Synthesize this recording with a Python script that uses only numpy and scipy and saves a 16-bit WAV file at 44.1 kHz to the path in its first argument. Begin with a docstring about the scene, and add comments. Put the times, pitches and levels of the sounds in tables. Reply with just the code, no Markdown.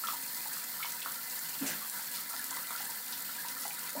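"""Small tiled bathroom, one small microphone near the tub, mono. A tap is already running:
the jet hisses, droplets spatter, and the stream drums on the tub and beats small bubbles into the water.
From the start larger bubbles plop and single drops tick; from 0.8 s small splashes join them.
At 1.6 s something bumps softly in the tub and the water sloshes. A fainter bump comes
just before the end at 4 s, with the tap still running."""
import sys
import numpy as np
from scipy import signal
from scipy.fft import rfft, irfft
from scipy.io import wavfile

SR = 44100
rng = np.random.default_rng(int(sys.argv[2]) if len(sys.argv) > 2 else 0)


def unload_wav(signal):
    """Save mono or channel-first audio to the path in sys.argv[1] as 16-bit WAV at rate SR, clipped to [-1, 1]."""
    wavfile.write(
        sys.argv[1],
        SR,
        np.round(np.clip(np.atleast_2d(signal).T, -1, 1) * 32767).astype(np.int16),
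    )


N = 4 * SR
T = np.arange(N) / SR


def from_db(db):
    """Decibels to gain."""
    return 10 ** (np.asarray(db) / 20)


def rms_one(x):
    """Scale to unit power."""
    return x / np.sqrt(np.mean(x ** 2) + 1e-20)


def since(s):
    """Seconds since a moment, zero before it."""
    return np.maximum(T - s, 0)


def drift(rate_hz):
    """Slow random wander with a spread of 1."""
    hop, settle = 40, 2000
    r = np.exp(-2 * np.pi * hop * rate_hz / SR)
    slow = signal.lfilter([1], [1, -2 * r, r * r], rng.standard_normal(N // hop + settle + 2))[settle:]
    return np.interp(np.arange(N) / hop, np.arange(len(slow)), rms_one(slow))


def colour(x, spectrum):
    """Give a sound a spectrum; unit power."""
    hz, db = np.transpose(spectrum)
    bins = np.maximum(np.fft.rfftfreq(N, 1 / SR), 1)
    gain = from_db(np.interp(np.log(bins), np.log(hz), db))
    return rms_one(irfft(rfft(x) * gain, N))


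def resonate(x, hz, width_hz):
    """One resonance with a gain of 1 at its peak."""
    r = np.exp(-np.pi * width_hz / SR)
    feedforward = np.array([1, 0, -1]) * (1 - r * r) / 2
    feedback = [1, -2 * r * np.cos(2 * np.pi * hz / SR), r * r]
    return signal.lfilter(feedforward, feedback, x + 1e-18 * rng.standard_normal(len(x)))


def band(x, hz, width_hz, skirt=2):
    """A resonance, its sides steepened by a second one `skirt` times as wide."""
    return resonate(resonate(x, hz, width_hz), hz, skirt * width_hz)


def impacts(per_s, spread_db):
    """Random clicks of either sign and uneven size."""
    sizes = from_db(spread_db * np.minimum(rng.exponential(1, N), 3.8)) * rng.choice([-1, 1], N)
    return sizes * (rng.random(N) < per_s / SR)


def fade_power(power, fade_s):
    """Spread each burst of power over a dying tail."""
    r = np.exp(-2 / (fade_s * SR))
    return signal.lfilter([1 - r], [1, -r], power + 1e-12)


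def bathroom(x, wet_db, t60_s=0.21, treble_t60_s=0.072, split_hz=4000, delay_s=0.0031):
    """The direct sound reaches the microphone first, then the tail off the tiles; treble dies sooner."""
    t, white = T[:SR], rng.standard_normal(SR)
    low = signal.sosfilt(signal.butter(1, split_hz, fs=SR, output="sos"), white)
    tail = low * from_db(-60 * t / t60_s) + (white - low) * from_db(-60 * t / treble_t60_s)
    tail *= t > delay_s
    return x + from_db(wet_db) * signal.fftconvolve(x, tail / np.linalg.norm(tail))[:N]


# soft knocks in the tub: t/s, level/dB
BUMPS = [(1.608, -25), (3.96, -34.5)]
# modes of the knocked tub: f/Hz, relative level/dB, t60/s
BUMP_MODES = [(158, -15.5, 0.28), (219, -11, 0.39), (274.4, -2.5, 0.24), (490, -25.5, 0.22)]
# spectrum of the sloshing water: f/Hz, relative level/dB
SLOSH_SPECTRUM = [(30, -17), (90, -8), (160, 3), (300, -2), (420, -2.5), (700, -2.5), (1200, -11),
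                  (3000, -48)]

def bumps(rise_s=0.0073, slosh_db=-19.5, slosh_peak_s=0.043):
    """A soft knock sets the low modes of the tub ringing, and the water sloshes after it."""
    out, slosh = np.zeros(N), colour(rng.standard_normal(N), SLOSH_SPECTRUM)
    for s, db in BUMPS:
        t = since(s)
        ring = sum(from_db(mode_db - 60 * t / t60) * np.sin(2 * np.pi * hz * t)
                   for hz, mode_db, t60 in BUMP_MODES)
        attack = 1 - np.exp(-(t / rise_s) ** 2)
        swell = t / slosh_peak_s * np.exp(1 - t / slosh_peak_s)
        out += from_db(db) * (ring * attack + from_db(slosh_db) * swell * slosh)
    return out


# small splashes in the tub: t/s, level/dB, centre f/Hz, fade/s
SPLASHES = [(0.829, -34, 2700, 0.0062), (1.017, -37.5, 2520, 0.0079), (1.659, -43, 1950, 0.065),
            (1.663, -34, 6900, 0.034), (2.143, -42, 4150, 0.037), (2.296, -36, 9400, 0.013),
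            (2.775, -45.5, 2880, 0.026), (3.122, -42, 3940, 0.032), (3.484, -34, 4200, 0.0041),
            (3.617, -45.5, 5700, 0.046)]

def splashes(rise_s=0.001):
    """A splash is a quick, fading shower of droplets."""
    out = np.zeros(N)
    for s, db, hz, fade_s in SPLASHES:
        t = since(s)
        shower = band(impacts(per_s=11000, spread_db=-3.0), hz, width_hz=0.76 * hz)
        out += from_db(db) * rms_one(shower) * (1 - np.exp(-t / rise_s)) * np.exp(-t / fade_s)
    return out


# single drops: t/s, peak level/dB, centre f/Hz
DROPS = [(0.0708, -26.5, 6460), (0.125, -28, 6960), (0.278, -29, 9500), (0.347, -31, 5500),
         (.3735, -30, 6940), (.532, -29, 9600), (0.641, -27, 6600), (0.855, -29, 5200), (.9203, -27, 7100),
         (1.0045, -29, 7840), (1.299, -28, 7800), (1.391, -25.5, 7500), (1.8985, -20, 7700),
         (1.9855, -28, 8000), (2.1615, -27, 8400), (2.364, -30, 4400), (2.4427, -24.5, 9800),
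         (2.508, -23.5, 7800), (3.484, -27, 9000), (3.611, -25, 10200), (3.68, -26, 8400),
         (3.793, -25, 7800)]

def drops(fade_s=0.0009):
    """A drop slaps a hard surface: a millisecond of bright crack."""
    out, t = np.zeros(N + SR), T[:SR // 50]
    for s, db, hz in DROPS:
        burst = rng.standard_normal(len(t)) * np.exp(-t / fade_s)
        crack = band(burst, hz, width_hz=0.4 * hz)
        out[int(s * SR):][:len(t)] += from_db(db) * crack / np.abs(crack).max()
    return out[:N]


# large bubbles: t/s, level/dB, f/Hz, length/s
PLOPS = [(0.0374, -29, 1300, 0.0072), (0.072, -29.5, 3470, 0.0018), (.0855, -28.5, 1265, 0.0071),
         (0.133, -38.5, 935, 0.0097), (0.457, -40.5, 880, 0.01), (0.568, -39, 1270, 0.0058),
         (0.8014, -35, 1310, 0.0079), (0.827, -32.5, 2190, 0.0054), (.829, -38.5, 3480, .006),
         (0.8465, -31, 1060, 0.0022), (1.06, -28, 1190, 0.0026), (1.71, -33.5, 1610, 0.0021),
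         (1.817, -46, 1190, 0.028), (1.994, -47.5, 918, 0.018), (2.338, -36, 910, 0.0028),
         (2.393, -41.5, 1725, 0.012), (2.514, -39.5, 988, 0.011), (2.569, -36.5, 1040, 0.0025),
         (2.707, -29.5, 1200, 0.0022), (2.75, -36.5, 1410, 0.0082), (2.805, -42.5, 817, 0.0072),
         (2.892, -41.5, 933, 0.0084), (3.292, -44, 1370, 0.0086), (3.383, -39, 1633, 0.0088),
         (3.449, -38, 970, 0.013), (3.566, -38.5, 1320, 0.0058), (3.653, -35, 816, 0.0072),
         (3.707, -38.5, 2420, 0.0034), (3.78, -43.5, 1450, 0.0088), (3.828, -44.5, 1004, 0.0087),
         (3.952, -34.5, 609, 0.015), (3.963, -41.5, 963, 0.024)]

def plops(rise_s=0.00025, glide_per_s=6.6, slap_db=-11, slap_fade_s=0.008):
    """Water slaps shut over a large bubble, which rings, rises a little in pitch and stops as it bursts."""
    out, t = np.zeros(N + SR), T[:SR // 8]
    attack = 1 - np.exp(-t / rise_s)
    for s, db, hz, length in PLOPS:
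        phase = 2 * np.pi * hz * t * (1 + glide_per_s * (t - length) / 2)
        ring = np.exp(-(t / length) ** 3) * np.sin(phase)
        noise = rms_one(band(rng.standard_normal(len(t)), hz, width_hz=0.4 * hz))
        slap = from_db(slap_db) * noise * np.exp(-t / slap_fade_s)
        out[int(s * SR):][:len(t)] += from_db(db) * attack * (ring + slap)
    return out[:N]


def bubbles(per_s, low_hz, high_hz, spread_db=2.0, cycles_per_decay=14, glide_per_decay=0.0502):
    """A swarm of small bubbles, each ringing down while its pitch rises; unit power."""
    out = np.zeros(N + SR)
    born, draws = rng.random(N) < per_s / SR, rng.random((N, 2))
    for i in np.flatnonzero(born):
        pitch_draw, size_draw = draws[i]
        hz = low_hz * (high_hz / low_hz) ** pitch_draw
        size = from_db(spread_db * min(-np.log(1 - size_draw), 3.5))
        age = np.arange(0, 5, hz / (cycles_per_decay * SR))  # in decay times
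        phase = 2 * np.pi * cycles_per_decay * age * (1 + glide_per_decay * age / 2)
        out[i:i + len(age)] += size * np.exp(-age) * np.sin(phase)
    return rms_one(out[:N])


# how hard the water churns: t/s, relative level/dB
CHURN = [(0, -9), (.5, 1.5), (1.0, -3), (1.45, 0.5), (2.1, 1), (2.5, 2.5), (3.05, -2), (3.37, -0.5),
         (4.0, 0)]

def churn(flow, level_db=-55.5):
    """The stream beats small bubbles into the water; their burble swells and sinks."""
    swell_db = np.interp(T, *np.transpose(CHURN))
    return from_db(level_db + swell_db) * bubbles(per_s=105 * flow, low_hz=1234, high_hz=2078)


# resonances of the tub under the stream: f/Hz, width/Hz, rms level/dB
TUB_RESONANCES = [(163.1, 8.2, -65), (218, 32, -63), (270.9, 4.5, -67), (509.5, 52, -66.5), (763, 26, -69),
                  (960, 24.6, -59), (1543, 29, -63), (1771, 45, -60.5), (2031, 17.3, -60)]

def tub(flow):
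    """The stream drums on the tub and keeps its resonances ringing."""
    drumming = rng.standard_normal(N) * np.sqrt(flow)
    return sum(from_db(db) * rms_one(band(drumming, hz, width, skirt=4))
               for hz, width, db in TUB_RESONANCES)


# spectrum of the landing droplets: f/Hz, relative level/dB
SPATTER_SPECTRUM = [(300, 10), (1500, -23), (3000, -10.5), (4500, -2.5), (6200, -3.5), (8000, 2.5),
                    (11000, 3.5), (16000, -6)]

def spatter(flow, level_db=-47, wash_db=-8, patchy_db=4.5):
    """Droplets land as millisecond bursts, each with its own colour and a faint wash off the tiles."""
    bursts = fade_power(impacts(per_s=420 * flow, spread_db=2.5) ** 2, fade_s=0.002)
    wash = from_db(wash_db) ** 2 * fade_power(bursts, fade_s=0.025)
    spray = np.zeros(N)
    for hz in np.geomspace(2000, 14000, num=11):
        noise = resonate(rng.standard_normal(N), hz, width_hz=0.22 * hz) / np.sqrt(hz)
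        spray += noise * from_db(patchy_db * drift(rate_hz=80))
    return from_db(level_db) * colour(spray * np.sqrt(bursts + wash), SPATTER_SPECTRUM)


# spectrum of the jet from the tap: f/Hz, relative level/dB
JET_SPECTRUM = [(30, 8), (80, -14), (135, 0), (400, -17), (800, -4.5), (1700, -2.5), (2100, -3),
                (2700, -13), (3800, -6), (4300, 3.5), (4900, -2), (6300, -5.5), (7500, 0), (10500, -1.5),
                (13000, 3), (13350, 7), (13700, 3.5), (14700, 8), (15500, 3.5)]

def jet(level_db=-39, fall_db_per_s=0.37, waver_db=1.02):
    """Bright, smooth hiss of the running tap, heard direct; it wavers and sinks a little."""
    gain = from_db(level_db - fall_db_per_s * (T - T.mean()) + waver_db * drift(rate_hz=20))
    return gain * colour(rng.standard_normal(N), JET_SPECTRUM)


def scene(surge_db=2.5, fizz_db=-58.5):
    """At the tub, one surging flow drives spatter, bubbles and drumming; both channels are alike."""
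    flow = from_db(surge_db * drift(rate_hz=14))
    burble = churn(flow)
    fizz = from_db(fizz_db) * bubbles(per_s=130 * flow, low_hz=2262, high_hz=5340)
    mono = jet() + tub(flow) + spatter(flow) + bumps()
    mono += bathroom(burble + plops(), wet_db=-4.5)
    mono += bathroom(fizz + drops() + splashes(), wet_db=-4)
    return np.stack([mono, mono])


def record(dry, low_cut_hz=182, high_cut_hz=15800):
    """The small microphone thins the bass; the top is cut steeply."""
    thin = signal.sosfilt(signal.butter(2, low_cut_hz, "high", fs=SR, output="sos"), dry)
    high_cut = signal.firwin(601, high_cut_hz, fs=SR, window=("kaiser", 8))
    return signal.fftconvolve(thin, high_cut[None], mode="same", axes=1)


dry = scene()
out = record(dry)
unload_wav(out)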